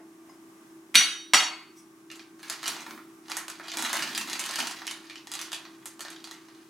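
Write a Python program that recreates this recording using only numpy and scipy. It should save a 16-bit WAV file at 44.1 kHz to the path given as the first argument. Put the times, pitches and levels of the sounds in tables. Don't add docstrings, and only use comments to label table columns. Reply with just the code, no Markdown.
import sys
import numpy as np
from scipy import signal
from scipy.fft import rfft, irfft, next_fast_len
from scipy.io import wavfile
from scipy.ndimage import uniform_filter1d, map_coordinates

SR = 44100
rng = np.random.default_rng(int(sys.argv[2]) if len(sys.argv) > 2 else 0)


def log_audio(samples):
    frames = np.atleast_2d(samples).T
    limited = np.clip(frames, -1, 1)
    pcm = np.round(limited * 32767).astype(np.int16)
    wavfile.write(sys.argv[1], SR, pcm)


N = 295029


def amp(db):
    return 10 ** (np.asarray(db) / 20)


def unit(x):
    return x / np.sqrt(np.mean(x ** 2) + 1e-20)


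def along(points, hz):
    f, value = np.transpose(points)
    return np.interp(np.log(hz + 1), np.log(f + 1), value)


def curves(rows):
    times, *columns = np.transpose(rows)
    return [np.interp(np.arange(N) / SR, times, column, -120, -120) for column in columns]


def wobble(rate):
    knots = rng.standard_normal(int(N * rate / SR) + 4)
    return map_coordinates(knots, [np.arange(N) * rate / SR])


def filtered(x, response):
    m = next_fast_len(N + SR // 2)
    return irfft(rfft(x, m) * response(np.fft.rfftfreq(m, 1 / SR)), m)[..., :N]


def coloured(x, spectrum):
    level_db = along(spectrum, np.fft.rfftfreq(2048, 1 / SR))
    cepstrum = irfft(np.log(amp(level_db) + 1e-6))
    cepstrum[1:1024] *= 2
    cepstrum[1025:] = 0
    h = irfft(np.exp(rfft(cepstrum)))
    return signal.fftconvolve(x, h / np.linalg.norm(h))[:len(x)]


def spread(pair, alike):
    def weights(hz):
        turn = np.arccos(np.clip(along(alike, hz), -1, 1)) / 2
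        return np.array([np.cos(turn), np.sin(turn)])
    mid, side = filtered(pair, weights)
    return np.array([mid + side, mid - side])


# f/Hz, relative level/dB per Hz
AIR_SPECTRUM = [(20, -39.5), (60, -38.5), (90, -37), (130, -23), (270, -18), (330, -19.5), (420, -20.5),
                (650, -28.5), (1150, -25.5), (1400, -30), (2000, -32.5), (2500, -35.5), (4700, -41),
                (5300, -37), (9800, -39.5), (16000, -47.5)]
# t/s, level/dB
AIR_COURSE = [(0, -59), (.4, -56), (1.5, -58), (3.2, -57), (6.69, -57)]
# f/Hz, likeness (1 = identical)
AIR_LIKENESS = [(60, 0.62), (130, 0.84), (290, 1), (640, 0.27), (1410, 0.08), (3100, 0.12), (6820, 0.36),
                (15000, 0.73)]


def air_noise():
    air = filtered(rng.standard_normal((2, N)), lambda hz: amp(along(AIR_SPECTRUM, hz)))
    level_db = curves(AIR_COURSE)[0] + 0.47 * wobble(16)
    return amp(level_db) * unit(spread(air, AIR_LIKENESS))


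# shaft order (multiple of the shaft rate), mean level/dB
FAN_ORDERS = [(10, -66), (11, -54), (12, -66), (13, -66), (37, -78), (40, -75)]
SHAFT_HZ = 29.68
# f/Hz, relative level/dB
THIN_WHINE = (1562, -78)


def fan():
    turns = np.cumsum(SHAFT_HZ * (1 + .002 * wobble(5.5))) / SR
    tones = 0
    for order, db in FAN_ORDERS:
        strength = amp(db + 3 + 2.2 * wobble(14))
        tones = tones + strength * np.sin(2 * np.pi * (order * turns + rng.random()))
    whine_hz, whine_db = THIN_WHINE
    whine = amp(whine_db + 4 + 2.0 * wobble(2.7)) * np.sin(2 * np.pi * whine_hz * np.arange(N) / SR)
    return tones + whine + air_noise()


# f/Hz, t60/s
WALL_DECAY = [(200, 0.49), (1000, 0.49), (3000, 0.36), (8000, 0.26), (15000, 0.24)]
# f/Hz, likeness
WALL_LIKENESS = [(100, 1), (600, 0.94), (3000, 0.7), (8000, .7), (15000, 0.24)]


def kitchen(x):
    out = np.zeros((2, N))
    turn = np.arange(N) // (SR // 8) % 4
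    for k in range(4):
        hz, t, z = signal.stft(rng.standard_normal((2, SR // 2)), SR, nperseg=128)
        late = amp(-60 * t / along(WALL_DECAY, hz)[:, None])
        early = amp(1.5 - 60 * t / 0.035)
        tail = signal.istft(z * (late + early), SR, nperseg=128)[1]
        tail /= np.linalg.norm(tail[0])
        out += signal.fftconvolve((x * (turn == k))[None], tail, axes=1)[:, :N]
    delayed = np.pad(out, ((0, 0), (60, 0)))[:, :N]
    return spread(delayed, WALL_LIKENESS)


# t/s, relative level/dB
PAN_TOUCH = (0.295, -52.5)
# f/Hz, relative level/dB, t60/s
PAN_MODES = [(1080, 4.5, 0.032), (2060, -7, .1), (2900, -11, .06), (5070, -5, 0.098), (6700, -6, .04)]
# t/s, level/dB
HAND_RUSTLE = [(0, -54.5), (.08, -76), (.2, -75), (.28, -60), (.4, -80), (.8, -72.5), (.9, -78)]


def pan():
    touch_s, touch_db = PAN_TOUCH
    t = np.maximum(np.arange(N) / SR - touch_s, 0)
    tick = sum(amp(touch_db + db - 60 * t / t60) * np.sin(2 * np.pi * hz * t) for hz, db, t60 in PAN_MODES)
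    sweep = amp(curves(HAND_RUSTLE)[0] + wobble(30)) * rng.standard_normal(N)
    # f/Hz, relative level/dB per Hz
    colour = [(100, -27), (250, -1), (700, 4.5), (1200, -12.5), (2100, -11), (3500, -31.0), (8000, -49.0)]
    return tick + coloured(sweep, colour)


# t/s, level/dB, low part/dB and high part/dB against it, pitch of the fold f/Hz
BAG_SNAPS = [(2.1019, -29.5, -27, -27.5, 2840), (2.115, -29, -22, -15.5, 2800),
             (2.1571, -40, -13.5, -7, 2200), (2.1948, -31, -18, -30, 2400), (2.3943, -40.5, -8, -19, 2380),
             (2.4305, -33, -9.5, -14, 4440), (2.4989, -16, -12.5, -11, 5090),
             (2.6305, -26.5, -9.5, -12.5, 4240), (2.6419, -26, -12.5, -23, 2980),
             (2.6585, -16.5, -20, -23, 3010), (2.6647, -23, -14, -11.5, 2900),
             (2.6796, -19, -21, -5.5, 5740), (2.6902, -24, -9, -16.5, 4500),
             (2.8066, -27, -14, -15.5, 2400), (2.8649, -31, -3, -19, 2334), (2.9088, -27, -11.5, -25, 2310),
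             (2.9774, -45.5, 5.5, -24, 1780), (3.2836, -33, -12, -22, 3040),
             (3.3177, -18, -16.5, -17, 2350), (3.369, -20, -13, -6, 1844), (3.482, -21.5, -17, -14, 1590),
             (3.5005, -27.5, -15, -8, 5800), (3.598, -34.5, 0.5, -41, 1740), (3.6828, -23, -18, -17, 4920),
             (3.7177, -22.5, -24, -18, 3600), (3.7409, -25, -9.5, -23, 1930),
             (3.7716, -16.5, -13, -12.5, 2360), (3.7859, -23, -24, -8, 1790),
             (3.8242, -19.5, -10.5, -8, 3900), (3.8496, -18, -29, -13.5, 3910),
             (3.8945, -27, -12, -9, 1800), (3.9307, -10.5, -12.5, -14.5, 2010),
             (3.9688, -17, -18, -11.5, 3080), (4.0232, -16, -17.5, -20, 2940), (4.092, -34, -25, -32, 1870),
             (4.1497, -16.5, -32, -15.5, 5030), (4.1778, -13.5, -19.5, -10.5, 2730),
             (4.2987, -21.5, -20, -12.5, 5800), (4.3311, -17.5, -23.5, -15, 4730),
             (4.3944, -17.5, -18, -9, 5270), (4.4395, -19, -31, -15.5, 3200),
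             (4.4621, -22.5, -23, -9, 1860), (4.5104, -21.5, -18, -12.5, 2000),
             (4.558, -16.5, -19.5, -13.5, 3100), (4.591, -20.5, -9.5, -9, 2540),
             (4.6038, -14.5, -30, -17.5, 3170), (4.6713, -18.5, -18, -12, 2840),
             (4.7112, -26.5, -12, -10.5, 5390), (4.8188, -29.5, -6, -45, 1660),
             (4.8688, -21.5, -31, -11, 5620), (4.8776, -17, -24, -21, 3130), (4.9114, -20, -18, -15, 3840),
             (5.0982, -28, -17, -20.5, 2390), (5.157, -27, -24, -22, 3020), (5.2717, -27, -19, -16, 1800),
             (5.3172, -22, -17.5, -10.5, 5000), (5.3382, -23.5, -18, -9.5, 3950),
             (5.3528, -24, -16, -12, 4470), (5.3918, -22, -20, -16, 3520), (5.4145, -22, -22, -10, 5970),
             (5.5186, -23, -17, -16, 3800), (5.5303, -16, -18.5, -16, 3470), (5.6526, -32, -8.5, -44, 1860),
             (5.8575, -26.5, -17, -6, 1750), (5.994, -30, -8, -14.5, 3110),
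             (6.0068, -28.5, -16, -6.5, 4530), (6.0502, -25.5, -13.5, -24.5, 1770),
             (6.0832, -29.5, -12, -24.5, 1750), (6.103, -27.5, -25, -12, 1680),
             (6.1623, -31.5, -17, -34, 3800), (6.2422, -29.5, -18, -14.5, 4660),
             (6.2739, -32, -16, -17.5, 4330), (6.312, -25, -16, -15.5, 1810),
             (6.4854, -39.5, -14, -24, 1990)]
SNAP_ENERGY = [
    [16],
    [4],
    [14],
]
POP_DB, POP_T60_S, POP_AROUND = -11, 0.015, 0.55


def film_snaps():
    near, around = np.zeros((3, N + SR)), np.zeros((3, N + SR))
    t = np.arange(400) / SR
    for s, db, low_db, high_db, hz in BAG_SNAPS:
        start = round(s * SR)
        burst = amp(-60 * t / np.array([[.012], [.006], [.004]])) * rng.standard_normal((3, len(t)))
        burst[:, 0] = 7.7
        pop = amp(POP_DB - 60 * t / POP_T60_S) * np.sin(2 * np.pi * hz * t)
        burst[1] += pop
        size = amp(db + np.array([[low_db], [0], [high_db]]) + SNAP_ENERGY)
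        near[:, start:][:, :len(t)] += size * burst / np.linalg.norm(burst, axis=1, keepdims=True)
        around[1, start:][:len(t)] += size[1] * POP_AROUND * pop / np.linalg.norm(pop)
        around[:, start] += size[:, 0]
    return near, around


SETTLE_LEVEL = [
    [-28.5],
    [-33],
    [-30],
]
SETTLE_DECAY = [
    [0.14],
    [0.19],
    [0.17],
]
RUSTLE_LOW_DB, RUSTLE_HIGH_DB = -3.5, -8.5


def rustle(handling_db, around):
    t = np.arange(SR // 2) / SR
    decay = amp(np.array(SETTLE_LEVEL) - 60 * t / SETTLE_DECAY) ** 2
    settling = np.abs(signal.oaconvolve(around ** 2, decay, axes=1)[:, :N])
    worked = amp(handling_db + np.array([[RUSTLE_LOW_DB], [0], [RUSTLE_HIGH_DB]]))
    sizes = np.minimum(rng.exponential(size=N), 3)
    flips = (rng.random(N) < .012) * amp(5.5 * sizes + 3 * wobble(40))
    flips = signal.lfilter([1], [1, -.9], flips)
    flips /= np.sqrt(np.abs(uniform_filter1d(flips ** 2, size=2600)) + 1e-9)
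    grains = np.array([unit(flips * rng.standard_normal(N)) for _ in range(3)])
    return np.sqrt(worked ** 2 + settling) * grains


# t/s, relative level/dB
CARROT_BUMPS = [(2.409, -51.5), (2.659, -46.5), (2.862, -44), (3.322, -58.5), (3.749, -46.5), (3.92, -44),
                (3.981, -52.5), (4.048, -48.5), (4.164, -46), (4.342, -59), (4.563, -41.5)]
BUMP_RISE_S, BUMP_T60_S = .015, 0.75
BUMP_UNDER_DB, ROLL_DB = -7.5, -14.5


def carrots(handling_db):
    t = np.arange(SR // 2) / SR
    lumps = np.pad(amp(handling_db + ROLL_DB), (0, SR))
    for s, db in CARROT_BUMPS:
        bump = amp(db + BUMP_UNDER_DB - 60 * t / BUMP_T60_S) * (1 - np.exp(-t / BUMP_RISE_S))
        lumps[round(s * SR):][:len(t)] += bump
    lumps = lumps[:N] * amp(1.8 * wobble(30)) * rng.standard_normal(N)
    return coloured(lumps, [(60, -74.0), (150, -4.5), (220, 5), (350, 0.0), (700, -21.0)])


# t/s, level/dB
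BAG_HANDLING = [(2.07, -96), (2.12, -60), (2.33, -94.5), (2.44, -54.5), (2.6, -60), (2.67, -43.5),
                (2.78, -52), (2.93, -67.5), (3.2, -93.5), (3.3, -48), (3.34, -48), (3.45, -76), (3.62, -60),
                (3.82, -42.5), (4.0, -41.5), (4.13, -48.5), (4.35, -47), (4.6, -43), (4.83, -58.5),
                (5.08, -61), (5.25, -75.5), (5.36, -53), (5.75, -70), (5.97, -77), (6.05, -63.5),
                (6.3, -69), (6.42, -70.5), (6.69, -72.5)]
# f/Hz, relative level/dB per Hz
LOW_FOLDS = [(150, -63.5), (400, -10.5), (700, -6), (1000, -1), (1700, -1), (2400, -7), (4000, -33)]
MIDDLE_FOLDS = [(300, -65), (1000, -35.5), (1800, -1.5), (2600, -1), (4500, 0), (6500, -7), (9000, -39.5),
                (14000, -48)]
HIGH_FOLDS = [(1500, -44), (4000, -17), (6500, 1), (8000, -1.5), (11000, -4.5), (14000, -15.5),
              (16500, -24.5)]
FACING_DB = 4


def bag():
    handling_db, = curves(BAG_HANDLING)
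    near, around = film_snaps()
    crackle = rustle(handling_db, around)
    thump = carrots(handling_db)

    def film(folds):
        bands = zip(folds[:, :N] + crackle, (LOW_FOLDS, MIDDLE_FOLDS, HIGH_FOLDS))
        return sum(coloured(x, colour) for x, colour in bands)

    to_walls = film(.5 * near + 0.5 * around) / 1.066 ** .5
    return film(amp(FACING_DB) * near) + thump, to_walls + thump


BLADE_MODES = [1579, 2204, 2540, 2838, 3037, 3309, 3766, 3815, 3945, 4467, 5239, 5697, 5832, 5952, 6510,
               6864, 7180, 7799, 8024, 8619, 8955, 9813, 10422, 10618, 10782, 11930, 12370, 12607, 13330,
               14520]
# heel blow relative level/dB, heel t60/s, flat blow relative level/dB, flat t60/s
BLADE_RING = [(-31, .4, -36.5, .4), (-29, .4, -32, .5), (-29, .38, -33, .5), (-22.5, .39, -25, 0.46),
              (-24.5, 0.49, -27.5, .4), (-27.5, .5, -25.5, .44), (-18, 0.54, -30.5, .44),
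              (-28.5, 0.35, -23, .33), (-23, .4, -32, 0.4), (-14, 0.42, -22.5, 0.53),
              (-40, .5, -25.5, 0.26), (-17.5, 0.22, -12, .24), (-23.5, 0.51, -31, 0.28),
              (-11, 0.35, -31.5, .28), (-25.5, .42, -30.5, 0.39), (-29, .42, -22, 0.24),
              (-26.5, .38, -20, 0.35), (-36.5, 0.37, -34, .31), (-25.5, 0.2, -24.5, .27),
              (-29, 0.36, -30, .28), (-20.5, 0.41, -27, 0.31), (-23, .33, -32.5, 0.28),
              (-31, .32, -34, .25), (-29, .27, -33, .25), (-26.5, .22, -41, .3), (-35.5, .25, -45, .2),
              (-34.5, .28, -42.5, .26), (-40.5, .3, -36, .22), (-37.5, .25, -39, .17), (-43, .22, -48, .15)]


def blade_ring(t, blade_db, flat):
    hz = np.c_[BLADE_MODES]
    heel_db, heel_t60, flat_db, flat_t60 = np.transpose(BLADE_RING)[:, :, None]
    knots = rng.standard_normal((2, len(hz), 24))
    drift = np.array([[np.interp(t * 40, np.arange(24), k) for k in part] for part in knots])
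    phase = 2 * np.pi * (hz * t + rng.random(hz.shape)) + .55 * drift[0]
    level_db = flat_db - 60 * t / flat_t60 if flat else heel_db - 60 * t / heel_t60
    ring = amp(blade_db + level_db + 2.4 * drift[1]) * np.sin(phase) * (1 - np.exp(-t / .0015))
    return ring.sum(0)


# f/Hz, relative level/dB per Hz
HEEL_KNOCK = [(60, -60.5), (120, -36.5), (220, -9), (420, -28), (800, -26.5), (1420, -6.5), (2200, -3),
              (3000, -1.5), (5400, -10.5), (10000, -14), (15000, -23.5), (16500, -52)]
FLAT_KNOCK = [(60, -74.5), (120, -52), (250, -11), (500, -10), (1000, -2), (1700, 0), (2230, 1.5),
              (3300, -1), (5500, -6.5), (9000, -14.5), (13000, -19.5), (16500, -47.5)]
# f/Hz, heel blow relative level/dB, flat blow relative level/dB, t60/s
BOARD_MODES = [(230, -28, -33, .07), (620, -31, -33, .08), (980, -34, -14, .055), (1230, -34, -17, .07),
               (1420, -12, -22, .05), (2200, -11, -9, .06)]
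CHATTER_DULL = 0.4


def board_knock(t, blade_db, board_db, flat, knock_t60, rattle_db):
    picked = rng.random(len(t) // 2 + 1) < .03
    crowd = unit(irfft(picked * np.exp(2j * np.pi * rng.random(len(picked))), len(t)))
    chatter = amp(rattle_db - 60 * t / 0.46) * (0.69 * crowd + 0.24 * rng.standard_normal(len(t)))
    chatter = signal.lfilter([1 - CHATTER_DULL], [1, -CHATTER_DULL], chatter)
    blow = amp(board_db - 60 * t / knock_t60) * rng.standard_normal(len(t))
    knock = coloured(blow + amp(1) * chatter, FLAT_KNOCK if flat else HEEL_KNOCK)
    for hz, heel_db, flat_db, t60 in BOARD_MODES:
        mode_db = blade_db + (flat_db if flat else heel_db)
        knock += amp(mode_db - 60 * t / t60) * np.sin(2 * np.pi * hz * t)
    return knock


# t/s, relative level/dB
BLADE_SLIDE = [(1.74, -64.5), (1.77, -35.5), (1.80, -37), (1.84, -53.5), (1.87, -67)]
# f/Hz, relative level/dB
LYING_MODES = [(2200, -70), (2570, -71), (3348, -72), (5255, -64), (5705, -65), (5850, -69), (6580, -66),
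               (8065, -67), (9445, -67), (10900, -73)]


def blade_slide():
    rub = amp(curves(BLADE_SLIDE)[0]) * rng.standard_normal(N)

    def modes(f):
        width = 1j * f * 70
        resonances = sum(amp(db) * width / (c * c - f * f + width) for c, db in LYING_MODES)
        return resonances + amp(-90) * (f > 1500)

    return amp(59) * filtered(rub, modes)


# t/s, blade relative level/dB, board relative level/dB, lands flat?, knock t60/s,
# chatter relative level/dB
CLEAVER_BLOWS = [(0.943, -25.5, -27.5, False, 0.063, -40), (0.949, -32.5, -11.5, True, 0.0081, -49),
                 (0.9542, -2, -4.5, False, 0.02, -18.5), (1.008, -30.5, -18.5, True, 0.056, -48),
                 (1.3352, -2, -10, True, 0.026, -19), (1.3448, -18.5, -7.5, True, .03, -32),
                 (1.403, -28, -19.5, True, 0.028, -43.5), (1.425, -42, -31.5, True, .03, -46)]


def cleaver():
    ring, knock = np.zeros((2, N + SR))
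    t = np.arange(SR // 2) / SR
    for s, blade_db, board_db, flat, knock_t60, rattle_db in CLEAVER_BLOWS:
        here = slice(round(s * SR), round(s * SR) + len(t))
        ring[here] += blade_ring(t, blade_db, flat)
        knock[here] += board_knock(t, blade_db, board_db, flat, knock_t60, rattle_db)
    return ring[:N], knock[:N] + blade_slide()


NEAR_LOW_HZ = 139.6


def scene():
    ring, knock = cleaver()
    film, around = bag()
    knock = knock + pan()
    steel = ring + knock + kitchen(amp(-0.5) * ring + amp(-2.0) * knock)
    film = (film + amp(5.5) * kitchen(around)) * amp([[-.7], [.7]])
    return filtered(steel + film, lambda f: (1j * f / (NEAR_LOW_HZ + 1j * f)) ** 3) + fan()


# f/Hz, width/Hz, depth (0-1)
MICROPHONE_NOTCH = (500, 170, .93)
TOP_HZ = 16300


def record(dry):
    notch_hz, width, depth = MICROPHONE_NOTCH
    dry = filtered(dry, lambda f: 1j * f / (40 + 1j * f))

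    def notch(f):
        band = 1j * f * width
        return 1 - np.clip(depth, 0, 1) * band / (notch_hz ** 2 - f * f + band)

    heard = filtered(dry, notch)
    memory = .12 * SR
    loud = signal.lfilter([1], [1, -np.exp(-1 / memory)], np.mean(heard ** 2, 0)) / memory
    held = np.clip(heard * (1 + loud / amp(-33.5) ** 2) ** -.08, -.95, .95)
    return filtered(held, lambda hz: hz < TOP_HZ)


dry = scene()
out = record(dry)
log_audio(out)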